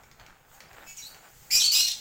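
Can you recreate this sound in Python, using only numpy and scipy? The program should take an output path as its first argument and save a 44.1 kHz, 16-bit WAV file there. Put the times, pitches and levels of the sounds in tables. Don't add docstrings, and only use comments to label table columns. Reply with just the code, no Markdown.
import sys
import numpy as np
from scipy import signal
from scipy.fft import rfft, irfft, next_fast_len
from scipy.io import wavfile
from scipy.ndimage import uniform_filter1d, map_coordinates

SR = 44100
rng = np.random.default_rng(int(sys.argv[2]) if len(sys.argv) > 2 else 0)


def level_to_linear(level):
    exponent = np.asarray(level, float) / 20
    return 10 ** exponent


def pcm_store(signal):
    levels = np.round(np.clip(np.atleast_2d(signal), -1, 1) * 32767)
    wavfile.write(sys.argv[1], SR, levels.astype(np.int16).T)


N = 88376


def unit(x):
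    return x / np.sqrt(np.mean(x ** 2) + 1e-20)


def curves(rows):
    times, *columns = np.transpose(rows)
    return [np.interp(np.arange(N) / SR, times, column) for column in columns]


def gain(points, hz):
    f, db = np.transpose(points)
    return level_to_linear(np.interp(np.log(hz + 1), np.log(f + 1), db))


def wobble(rate):
    knots = rng.standard_normal(int(N * 2000 / SR))
    return map_coordinates(knots, [np.arange(N) * min(rate, 1900) / SR])


def coloured(x, points):
    size = next_fast_len(len(x) + 8192)
    shape = gain(points, np.fft.rfftfreq(size, 1 / SR))
    return irfft(rfft(x, size) * shape, size)[:len(x)]


def rush(points, patchy_db):
    z = signal.stft(rng.standard_normal(N + 512), nperseg=512)[2]
    field = uniform_filter1d(rng.standard_normal(z.shape), size=5, axis=0)
    field = uniform_filter1d(field, size=8, axis=1)
    noise = signal.istft(z * level_to_linear(patchy_db * unit(field)), nperseg=512)[1][:N]
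    return unit(coloured(noise, points))


def room(x, wet_db):
    # (frequency [Hz], T60 [s])
    decay_times = [(500, 0.51), (2500, 0.35), (5000, 0.35), (9000, 0.33), (15000, 0.11)]
    hz, t, z = signal.stft(rng.standard_normal(SR // 2), SR, nperseg=256)
    f, t60 = np.transpose(decay_times)
    decay = level_to_linear(-60 * t / np.interp(hz, f, t60)[:, None])
    tail = signal.istft(z * decay, SR, nperseg=256)[1]
    tail = np.pad(tail / np.linalg.norm(tail), (round(0.003 * SR), 0))
    return x + level_to_linear(wet_db) * signal.fftconvolve(x, tail)[:N]


def bag_rustle():
    # (time [s], level [dB])
    handling = [(0, -57), (.15, -64), (.21, -53.5), (.3, -57.5), (.42, -63.5), (.55, -59), (.68, -56),
                (.79, -49), (.86, -54.5), (.92, -63), (1.02, -64), (1.15, -54.5), (1.2, -59.5),
                (1.25, -50.5), (1.33, -62), (1.42, -65.5), (1.5, -62)]
    # (frequency [Hz], relative density [dB per Hz])
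    plastic = [(150, -66), (250, -10), (462, -8), (876, 0), (980, -7.5), (1500, -2.5), (1770, -7),
               (5000, -23.5), (7000, -63)]
    # (frequency [Hz], gain [dB])
    grain_ring = [(600, -10), (1400, -7), (2600, -8.5)]
    level_db, = curves(handling)
    grains = (rng.random(N) < 220 / SR) * rng.standard_normal(N)
    grains = unit(coloured(coloured(grains, grain_ring), plastic))
    return level_to_linear(level_db) * unit(rush(plastic, patchy_db=2.0) + level_to_linear(-3) * grains)


def snap_burst(colour, t60):
    lead_s, rise_s, tick = 0.005, 0.002, 2.9
    t = np.arange(SR // 10) / SR
    burst = rng.standard_normal(len(t))
    burst[round(lead_s * SR)] += tick
    envelope = level_to_linear(-60 * np.abs(t - lead_s) / np.where(t < lead_s, rise_s, t60))
    return coloured(burst * envelope, colour)


def bag_crackles():
    # (time of tick [s], overall gain [dB], treble gain against body [dB])
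    snaps = [(0.0351, -48, -9), (0.1141, -52, -1.5), (0.198, -46.5, -6), (0.2641, -44.5, -8.5),
             (0.605, -34.5, -13.5), (0.7314, -40.5, -19), (1.1457, -45, -9)]
    # (frequency [Hz], gain [dB])
    body_colour = [(700, -31), (1400, -10), (2300, 10.5), (3000, 0), (4500, -15)]
    # (frequency [Hz], gain [dB])
    treble_colour = [(2500, 9.5), (4500, 9.5), (7000, 10), (9500, -18), (15500, 3)]
    out = np.zeros(N)
    for s, db, treble_db in snaps:
        body = snap_burst(body_colour, t60=0.02)
        treble = snap_burst(treble_colour, t60=0.023)
        snap = np.zeros(N + SR)
        snap[round((s - 0.005) * SR):][:len(body)] = level_to_linear(db) * (body + level_to_linear(treble_db) * treble)
        out += room(snap[:N], wet_db=-2)
    return out


def bag_pips():
    # (start [s], frequency [Hz], level before rise and decay [dB])
    pips = [(.6855, 5010, -52.5), (.822, 3750, -50)]
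    out, t = np.zeros(N), np.arange(SR // 10) / SR
    for s, hz, db in pips:
        decay = level_to_linear(db - 60 * t / 0.04)
        rise = 1 - level_to_linear(-60 * t / 0.005)
        out[round(s * SR):][:len(t)] += decay * rise * np.sin(2 * np.pi * hz * t)
    return out


def house_hum():
    # (frequency [Hz], relative density [dB per Hz])
    hum_colour = [(15, -2.5), (48, -1), (80, -9), (124, -2), (325, -20.5), (520, -12.5), (880, -120)]
    return level_to_linear(-60 + wobble(1.83)) * rush(hum_colour, patchy_db=3.0)


def treble_hiss():
    # (time [s], level [dB])
    hiss_level = [(0, -62.5), (.45, -64.5), (.55, -53), (.66, -61.5), (.85, -55), (1, -52.5), (1.2, -56),
                  (1.5, -50.5)]
    # (frequency [Hz], relative density [dB per Hz])
    hiss_colour = [(1470, -3.5), (2500, 1), (4070, -3), (5860, 0), (7000, 6.5), (10300, -7), (12800, -2.5),
                   (15200, 5)]
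    level_db, = curves(hiss_level)
    return level_to_linear(level_db) * rush(hiss_colour, patchy_db=2.0)


def voice(rows, odd_db, throat, breath_db):
    # (frequency [Hz], relative density [dB per Hz])
    breath_colour = [(250, -27.5), (2200, -30), (2550, 1), (3500, -7), (5600, -1.5), (7600, 4),
                     (9000, -18.5), (12500, -8), (13800, -8), (15700, -9)]
    attack_s, release_s, top_hz = 0.0033, 0.012, 15830
    pitch, level_db, rough = curves(rows)
    rough = np.clip(rough, 0, 1)
    pitch = pitch * (1 + 0.038 * rough * wobble(301.75))
    phase = 2 * np.pi * np.cumsum(pitch) / SR
    beat = 2 * np.pi * np.cumsum(464.7 * (1 + 0.15 * wobble(60))) / SR

    k = np.arange(1, 9)[:, None]
    size = gain(throat, k * pitch) * level_to_linear(odd_db * (k % 2)) * (k * pitch < top_hz)
    rasp = 1.42 * k ** 0.45 * rough * wobble(892.9)
    partials = size * np.sin(k * phase + k * k + rasp)
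    tone = np.sum(partials, axis=0) / np.sqrt(np.sum(size ** 2, axis=0) / 2)
    flutter = 1 + 0.42 * rough * np.sin(beat)
    tone = tone * flutter * level_to_linear(3.8 * rough * wobble(250))
    air = level_to_linear(breath_db) * np.sqrt(rough) * rush(breath_colour, patchy_db=4.5)

    t = np.arange(N) / SR
    fade_in = 1 + (t - rows[0][0]) / attack_s
    fade_out = 1 + (rows[-1][0] - t) / release_s
    edges = np.clip(np.minimum(fade_in, fade_out), 0, 1) ** 2
    return level_to_linear(level_db) * (tone + air) * edges


def far_bird():
    # (start [s], length [s], first pitch [Hz], held pitch [Hz], level [dB], odd partials' gain [dB])
    chirps = [(0.863, 0.068, 2590, 2605, -50.5, -4), (0.871, 0.063, 2253, 2251, -47, -5),
              (0.967, 0.04, 3900, 2832, -42.5, -13), (0.982, 0.053, 2400, 2240, -47.5, -11),
              (1.02, 0.04, 2008, 1960, -44.5, -48), (1.052, 0.024, 2100, 2146, -44.5, -44),
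              (1.059, 0.068, 2183, 2275, -51.5, -43)]
    # (frequency [Hz], gain [dB])
    far_throat = [(2250, 12.5), (2700, -2.5), (4000, 4), (5000, -10), (6800, 18.5), (8000, -10),
                  (11500, -20), (13200, -5), (14200, -7)]
    glide_s, sag_db, base_rough = 0.022, 5.5, 0.21
    out = np.zeros(N)
    for s, length, first, held, db, odd_db in chirps:
        glide_rough = base_rough + 2.56 * abs(first / held - 1)
        rows = [(s, first, db - sag_db, glide_rough),
                (s + glide_s, held, db, base_rough),
                (s + length, held, db - sag_db, base_rough)]
        out += room(voice(rows, odd_db, far_throat, breath_db=-2), wet_db=-4.5)
    return out


def parrot():
    # (odd partials' gain [dB], rows of (time [s], pitch [Hz], level [dB], roughness [0-1]))
    squawk = [ (3, [(1.507, 2406, -36.5, 0.52), (1.528, 2439, -25.5, 0.26), (1.558, 2449, -20, 0.27),
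              (1.578, 2487, -53, 0.3)]), (-36, [(1.512, 2700, -30, 0.5), (1.545, 2689, -29, 0.27),
              (1.575, 2796, -20.5, 0.44), (1.586, 2766, -25.5, 0.49), (1.612, 3055, -31, 0.4)]),
              (1.5, [(1.62, 3209, -24, .5), (1.635, 3150, -33, 0.46), (1.67, 3156, -37.5, 0.56)]),
              (-17, [(1.6, 1950, -23.5, 0.38), (1.636, 1989, -32, 0.37), (1.642, 2213, -20, 0.11),
              (1.664, 2219, -19.5, 0.2), (1.672, 2223, -35, 0.2), (1.68, 2238, -20.5, 0.04),
              (1.695, 2219, -43, 0.14), (1.712, 2100, -35, 0)]), (0.5, [(1.718, 2385, -25, .45),
              (1.74, 2445, -25, 0.39), (1.768, 2544, -23, 0.16), (1.8, 2561, -26, 0.28),
              (1.81, 2645, -30, 0.8), (1.85, 2657, -78, 0.3), (1.885, 2660, -26.5, 0.89)]),
              (1.5, [(1.72, 2922, -30.5, 0.46), (1.79, 2790, -32, 0.6), (1.808, 2903, -23, 0.33),
              (1.835, 2878, -39, 0.08), (1.87, 2844, -35, 0.55)]), (-12.5, [(1.75, 1994, -26.5, 0.49),
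              (1.79, 1865, -34, 0.79), (1.806, 2078, -26, 0.16), (1.86, 2091, -29.5, 0.37)]),
              (-1.5, [(1.872, 1833, -33.5, 0.6), (1.9, 1876, -36, 0.47), (1.918, 1947, -34, 0.8)])]
    # (time [s], pitch [Hz], level [dB], roughness [0-1])
    opening = [(1.503, 1950, -48.5, .4), (1.512, 2400, -36.5, 0.48), (1.56, 2498, -32.5, 0.1)]
    # (frequency [Hz], gain [dB])
    shut_beak = [(2800, -4), (4000, -40)]
    # (frequency [Hz], gain [dB])
    open_throat = [(2100, -20.5), (2450, -13), (3200, 2), (4300, 7), (5300, 3.5), (7300, -2), (8600, -15),
                   (10200, -10), (12200, -14), (13500, -28), (14800, 0), (15700, -19)]
    phrases = [voice(rows, odd_db, open_throat, breath_db=-4.5) for odd_db, rows in squawk]
    phrases.append(voice(opening, 0, shut_beak, breath_db=-4.5))
    return sum(room(phrase, wet_db=-2.5) for phrase in phrases)


def scene():
    bag = bag_rustle() + bag_crackles() + bag_pips()
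    background = house_hum() + treble_hiss()
    return (bag + background + far_bird() + parrot())[None]


def top_cut(x):
    return signal.sosfilt(signal.butter(12, 15830, fs=SR, output="sos"), x)


def record(dry):
    # (frequency [Hz], gain [dB])
    bend_colour = [(60, -13), (250, -2), (1500, 7), (9000, -30), (15500, -11)]
    bend = level_to_linear(-11.5) * coloured(dry[0] ** 2, bend_colour)
    mix = dry + bend
    return top_cut(mix)


dry = scene()
out = record(dry)
pcm_store(out)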